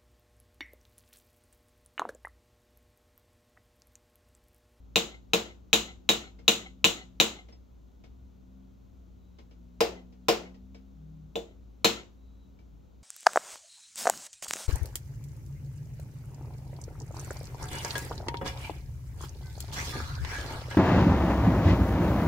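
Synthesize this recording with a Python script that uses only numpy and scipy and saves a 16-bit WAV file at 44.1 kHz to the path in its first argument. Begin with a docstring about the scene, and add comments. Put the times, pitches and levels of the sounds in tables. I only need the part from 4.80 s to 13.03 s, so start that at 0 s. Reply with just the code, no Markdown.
"""A small, crowded workshop, heard through a stereo microphone near the bench.
Over room air, a motor's hum and a far-off drone, a hammer taps a heavy metal housing clamped to the bench.
Seven quick blows come first: each cracks, rings the housing, thumps the bench and shakes loose tools,
and the room answers. In the pause the metal clinks faintly in the hand and a thin whine comes and goes.
From 5 s four more blows follow, unevenly spaced, the third one weak; a last faint clink ends the work."""
import sys
import numpy as np
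from scipy import signal
from scipy.fft import rfft, irfft, next_fast_len
from scipy.io import wavfile
from scipy.ndimage import map_coordinates

SR = 44100
rng = np.random.default_rng(int(sys.argv[2]) if len(sys.argv) > 2 else 0)


def int16_out(signal):
    """Quantize to a 16-bit WAV file."""
    q = np.round(np.clip(np.atleast_2d(signal).T, -1, 1) * 32767)
    wavfile.write(sys.argv[1], SR, q.astype(np.int16))


N = 362943
T = np.arange(int(.6 * SR)) / SR  # time within one impact [s]

# hammer blows: (time [s], force [dB], clang over the force [dB], ping pitch [Hz], ping level [dB])
BLOWS = [(.1580, -1, -3.5, 3730, -3.5), (.5343, -.5, -7.5, 3720, -5), (.9303, 1, -2, 3730, 1.5),
         (1.2903, 0.5, -4, 3746, 7.5), (1.6796, 1, -1.5, 3670, 3), (2.0432, 1, -2, 2914, 2.5),
         (2.4, 1.5, -3.5, 3736, -2), (5.0057, -1.5, -19.5, 5040, -2), (5.4844, 2.5, -21, 5100, 1.5),
         (6.5559, -20.5, -4.5, 3506, -10), (7.0452, 4, -8.5, 4197, 7)]
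# modes of the bench and vise: (frequency [Hz], energy [dB], t60 [s])
BENCH_MODES = [(181.7, -10, 0.16), (217.4, -6.5, .24), (258, -19, .28), (324, -3.5, 0.17), (350.8, -7, .42),
               (459.5, 3.5, 0.2), (557.1, -7.5, 0.16), (624, -4, 0.079), (712, -5.5, .16), (830, -7, 0.067),
               (1045.4, -7.5, 0.12)]
# the dry knock of the whole assembly: (frequency [Hz], level [dB])
KNOCK_SPECTRUM = [(60, -18.5), (200, -3), (480, 1), (1000, -3.5), (1650, -8), (2700, -4), (5200, -11),
                  (7000, -14), (9200, -25), (11000, -23), (13500, -24), (15500, -23)]
# the room's echoes at the microphone: (frequency [Hz], left-right likeness [-1..1])
ECHO_LIKENESS = [(150, 0.94), (400, 0.46), (900, 0.061), (3000, 0.13)]


def amp(db):
    """Decibels to gain."""
    return 10 ** (np.asarray(db) / 20)


def unit(x):
    """Scaled to rms 1."""
    return x / np.sqrt(np.mean(x ** 2) + 1e-20)


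def unit_energy(x):
    """Scaled to a mean energy of 1 per channel."""
    return unit(x) / np.sqrt(x.shape[-1])


def along(points, hz):
    """(Hz, value) points read on a log axis."""
    freqs, values = np.transpose(points)
    return np.interp(np.log(hz + 1), np.log(freqs + 1), values)


def curve(points):
    """(s, value) points read at every sample."""
    return np.interp(np.arange(N) / SR, *np.transpose(points))


def wobble(rate):
    """A smooth random curve, rate knots a second."""
    return map_coordinates(rng.standard_normal(int(N * rate / SR) + 4), [np.arange(N) * rate / SR])


def tone(hz, waver_hz, waver_rate=12):
    """An unsteady sine of rms 1."""
    return unit(np.sin(2 * np.pi * np.cumsum(hz + waver_hz * wobble(waver_rate)) / SR))


def swelling(rows, fade_s):
    """A gain that fades in, holds and fades out for each (time [s], length [s], level [dB]) row."""
    t = np.arange(N) / SR
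    return sum(amp(db) * np.clip(np.minimum(t - s, s + length - t) / fade_s, 0, 1)
               for s, length, db in rows)


def filtered(x, response):
    """x times a response of frequency."""
    n = x.shape[-1]
    size = next_fast_len(n + 8192)
    return irfft(rfft(x, size) * response(np.fft.rfftfreq(size, 1 / SR)), size)[..., :n]


def coloured(x, spectrum):
    """x through a causal (minimum-phase) filter with these (Hz, dB) points."""
    size = 2 * next_fast_len(x.shape[-1])
    gain = amp(along(spectrum, np.fft.rfftfreq(size, 1 / SR)))
    cepstrum = irfft(np.log(gain), size)
    cepstrum[1:size // 2] *= 2
    cepstrum[size // 2 + 1:] = 0
    return irfft(rfft(x, size) * np.exp(rfft(cepstrum)), size)[..., :x.shape[-1]]


def noise_pair(size=len(T), likeness=ECHO_LIKENESS):
    """White stereo noise with a given likeness of the channels."""
    def mid_side_gains(hz):
        angle = np.arccos(np.clip(along(likeness, hz), -1, 1)) / 2
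        return np.array([np.cos(angle), np.sin(angle)])
    mid, side = filtered(rng.standard_normal((2, size)), mid_side_gains)
    return np.array([mid + side, mid - side])


def add(track, s, sound):
    """Mix a sound into the track at s seconds."""
    part = track[:, max(round(s * SR), 0):][:, :sound.shape[-1]]
    part += sound[:, :part.shape[-1]]


def ring(modes, rise_s, scatter_db, lag_s):
    """Decaying modes at fresh strengths, their phase lag_s earlier on the left than on the right."""
    out = np.zeros((2, len(T)))
    for hz, db, t60 in modes:
        t = T[T < 1.5 * t60]
        phase = rng.uniform(0, 2 * np.pi) + np.array([[1], [-1]]) * np.pi * hz * lag_s
        envelope = amp(-60 * t / t60) * (1 - np.exp(-t / rise_s))
        mode = unit_energy(np.sin(2 * np.pi * hz * t + phase) * envelope)
        out[:, :len(t)] += amp(db + scatter_db * rng.normal()) * mode
    return out


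def wash(noise, spectrum, rise_s):
    """Countless modes and echoes, each frequency dying at its own speed."""
    # decay of the small room: (frequency [Hz], t60 [s])
    room_t60 = [(150, 0.46), (800, 0.35), (3000, 0.29), (7000, .3), (10000, .22), (15000, .21)]
    hz, t, bands = signal.stft(noise, SR, nperseg=256)
    decay = amp(-60 * t / along(room_t60, hz)[:, None])
    tail = signal.istft(bands * decay, SR, nperseg=256)[1][:, :len(T)]
    return unit_energy(coloured(tail * (1 - np.exp(-T / rise_s)), spectrum))


def room_tone(air_db=-58, hiss_db=-77.3):
    """The steady low air of the workshop under a faint hiss."""
    # room air: (frequency [Hz], relative level [dB])
    air = [(12, -58), (20, -23), (43, -11.5), (65, -18), (86, -9), (120, -11), (149, -19.5), (188, -16.5),
           (265, -17), (312, -20.5), (1500, -41), (1950, -75.5), (3300, -120)]
    # hiss: (frequency [Hz], relative level [dB])
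    hiss = [(900, -15), (1700, 1), (3000, 1), (3850, 1.5), (5000, -4), (6500, 0), (8800, -14), (11000, -14),
            (12500, -6), (15700, -6)]
    # both at the microphone: (frequency [Hz], left-right likeness [-1..1])
    likeness = [(60, 0.32), (240, -0.14), (950, -0.23), (3770, 0.87), (15000, -0.01)]
    def steady(spectrum):
        return unit(filtered(noise_pair(N, likeness), lambda hz: amp(along(spectrum, hz))))
    return amp(air_db) * steady(air) + amp(hiss_db) * steady(hiss)


def motor_hum(hz=58.8, level_db=-54):
    """A motor hums low, its level and pitch wavering."""
    return amp(level_db + 2.5 * wobble(18)) * tone(hz, waver_hz=2.5)


def far_drone(gain_db=-1, upper_ratio=1.37, upper_db=-4, swell_hz=157):
    """Two far-off tones drop once in pitch and climb back; a lower one swells twice within them."""
    # the lower of the two tones: (time [s], frequency [Hz])
    pitch = [(3.3, 188), (4.2, 193), (4.6, 178), (5.6, 185), (6.1, 194)]
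    # the drone's rise and fall: (time [s], level [dB])
    levels = [(0.0, -68), (2.34, -59), (2.84, -71), (3.71, -59.5), (4.24, -65), (5.09, -55), (5.87, -54),
              (6.21, -59.5), (8.23, -67.5)]
    # the low swells: (time [s], length [s], level [dB])
    swells = [(6.13, 0.42, -50), (7.74, 0.37, -65.5)]
    lower_hz = curve(pitch)
    tones = tone(lower_hz, waver_hz=2) + amp(upper_db) * tone(upper_ratio * lower_hz, waver_hz=4)
    drone = amp(gain_db + curve(levels) + 1.5 * wobble(8)) * tones
    return drone + swelling(swells, fade_s=.097) * tone(swell_hz, waver_hz=.67)


def whine(hz=3900):
    """A thin, fuzzy high tone comes and goes at the edge of hearing."""
    # spells of the whine: (time [s], length [s], level [dB])
    spells = [(4.35, .33, -85), (7.35, 0.39, -82.5)]
    fuzzy = tone(hz, waver_hz=70, waver_rate=300)
    return swelling(spells, fade_s=.083) * amp(2.24 * wobble(25)) * fuzzy


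def hand_clinks(gain_db=15, ring_hz=2120, detune=.07, ring_db=-11, t60=.12, chink_hz=5250, bench_db=-6):
    """Metal shifts in the hand: each touch knocks and clinks in its own proportions."""
    # light touches of metal on the housing: (time [s], relative level [dB], high chink [dB])
    touches = [(1.588, -45.5, -20.5), (2.685, -44.5, -18.5), (2.724, -47.5, 0), (3.238, -44.5, -20),
               (4.585, -43, -13.5), (4.709, -49.5, -14), (5.324, -51, -18), (5.743, -49, -18.5),
               (5.945, -42.5, -8.5), (7.788, -53, -18)]
    out = np.zeros((2, N))
    for s, db, chink_db in touches:
        clink = wash(noise_pair(), KNOCK_SPECTRUM, rise_s=.00092) * amp(-60 * T / .5)
        hz = ring_hz * np.exp(detune * rng.normal())  # each touch lands on another spot
        modes = [(hz, ring_db, t60), (chink_hz, chink_db, t60)]
        clink += ring(modes, rise_s=.001, scatter_db=3, lag_s=.0001)
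        clink += amp(bench_db) * ring(BENCH_MODES, rise_s=.004, scatter_db=2, lag_s=.0005)
        add(out, s, amp(db + gain_db) * coloured(clink, [(5500, 1), (12000, -11)]))
    return out


def tool_rattle(gain_db=-20, delay_s=(.11, .19), fade_db_per_s=55, detune=.035, contacts=7):
    """Tools lying on the bench jump at each blow and settle in small, unlike contacts."""
    # modes of the loose tools: (frequency [Hz], energy [dB], t60 [s])
    tool_modes = [(760, -7, .13), (1340, -7, .1), (2100, -1, .13), (3100, -5, .12), (4100, -10, .12)]
    out = np.zeros((2, N))
    for s, force_db, clang_db, *_ in BLOWS:
        for delay in rng.uniform(*delay_s, contacts):
            modes = [(hz * np.exp(detune * rng.normal()), db, t60) for hz, db, t60 in tool_modes]
            contact = ring(modes, rise_s=.00084, scatter_db=3.5, lag_s=.00019)
            level_db = gain_db + force_db + clang_db / 2 - fade_db_per_s * delay
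            add(out, s + delay, amp(level_db) * contact)
    return out


def echoes(paths, shared=.75):
    """Echo noise, much the same for every blow: the fixed paths plus a fresh part."""
    return np.sqrt(shared) * paths + np.sqrt(1 - shared) * noise_pair()


def bench_knock(room_paths, clutter_paths, force_db, clang_db, wash_db=5, snap_db=3, snap_t60=.07):
    """Hammer head and bench knock together; the first echoes snap back from the clutter on the bench."""
    # modes of the steel hammer head: (frequency [Hz], energy [dB], t60 [s])
    head_modes = [(10560, -23, .12), (14490, -21, .1), (14638, -20, .23)]
    knock = amp(wash_db) * wash(echoes(room_paths), KNOCK_SPECTRUM, rise_s=.00082)
    snap = echoes(clutter_paths) * amp(-60 * T / snap_t60)
    knock += amp(snap_db) * unit_energy(coloured(snap, KNOCK_SPECTRUM))
    knock += ring(head_modes, rise_s=.001, scatter_db=.5, lag_s=.00007)
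    knock += ring(BENCH_MODES, rise_s=.004, scatter_db=.5, lag_s=.00029)
    thud_db = -4 + .2 * force_db - .4 * clang_db  # takes up what does not clang
    boom_db = 1.5 + .61 * force_db + .2 * clang_db  # follows the force and likes a square hit
    return coloured(knock, [(220, boom_db), (450, thud_db), (650, thud_db), (1200, force_db)])


def crack(spread_s=.0003):
    """Steel meets steel for a millisecond or two; nearby surfaces throw the crack back."""
    # heavily damped modes of the contact: (frequency [Hz], energy [dB], t60 [s])
    contact_modes = [(2575, 0.5, 0.005), (2977, -1, 0.0042), (3878, 2, .009), (5970, -10.5, .008),
                     (7100, -12.5, .008), (11734, -21.5, 0.015), (15000, -22, .009)]
    # reflections from nearby surfaces: (delay [s], level [dB])
    reflections = [(.0052, -7.5), (.011, -8.5), (0.0117, -11)]
    direct = ring(contact_modes, rise_s=.002, scatter_db=1, lag_s=0)
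    out = direct.copy()
    for delay, db in reflections:
        for side in (slice(0, 1), slice(1, 2)):  # left, right
            add(out[side], delay + spread_s * rng.normal(), amp(db) * direct[side])
    return out


def housing_clang(paths, crack_db=5.5, wash_db=9, modes_db=-1):
    """The housing cracks under the hammer and rings on into the room."""
    # distinct modes of the housing: (frequency [Hz], energy [dB], t60 [s])
    housing_modes = [(2500, -2, 0.14), (2780, -4, .16), (2880, -2, 0.26), (3100, -6.5, 0.17),
                     (3298, -7.5, 0.17), (3520, -2.5, 0.18), (3627, 1.5, 0.1), (4020, -3, 0.27),
                     (4050, -3, .2), (4440, -12.5, .25), (5850, -8, 0.19), (6730, -3.5, 0.14),
                     (6720, -5.5, 0.17), (6900, -8, .24), (7870, -13.5, .2)]
    # its dense upper modes: (frequency [Hz], level [dB])
    dense_modes = [(1500, -38), (2300, -10.5), (2900, -1.5), (3350, -2), (3850, 1.5), (4600, -18.5),
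                   (5700, -14.5), (6750, -4), (7900, -12), (9600, -31), (11700, -14.5), (13500, -23.5),
                   (14600, -20), (15600, -14.5)]
    clang = amp(crack_db) * crack() + amp(wash_db) * wash(echoes(paths), dense_modes, rise_s=.002)
    return clang + amp(modes_db) * ring(housing_modes, rise_s=.001, scatter_db=.5, lag_s=.00031)


def spot_ping(hz, db, t60=.16):
    """The struck spot rings with a close cluster of three modes."""
    cluster = [(hz * ratio, db - 7.5, t60) for ratio in (.985, 1, 1.015)]
    return ring(cluster, rise_s=.0008, scatter_db=0, lag_s=.00003)


def hammer():
    """The blows: a square hit sets the housing clanging, a damped one mostly thuds through the bench."""
    out = np.zeros((2, N))
    knock_paths, clang_paths, clutter_paths = (noise_pair() for _ in range(3))
    for s, force_db, clang_db, ping_hz, ping_db in BLOWS:
        add(out, s, bench_knock(knock_paths, clutter_paths, force_db, clang_db))
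        add(out, s, amp(force_db + clang_db) * housing_clang(clang_paths))
        add(out, s, spot_ping(ping_hz, ping_db))
    return out


def scene(left_db=1):
    """The workshop from the microphone's place, a little stronger on the left."""
    bench_work = hammer() + tool_rattle() + hand_clinks()
    background = motor_hum() + far_drone() + room_tone() + whine()
    return (bench_work + background) * amp([[left_db], [-left_db]])


def record(dry, ceiling=.92, top_hz=15780):
    """The microphone chain rounds off the highest peaks and keeps nothing above its band limit."""
    rounded = dry / (1 + np.abs(dry / ceiling) ** 8) ** (1 / 8)
    return filtered(rounded, lambda hz: 1 / np.sqrt(1 + (hz / top_hz) ** 300))


dry = scene()
out = record(dry)
int16_out(out)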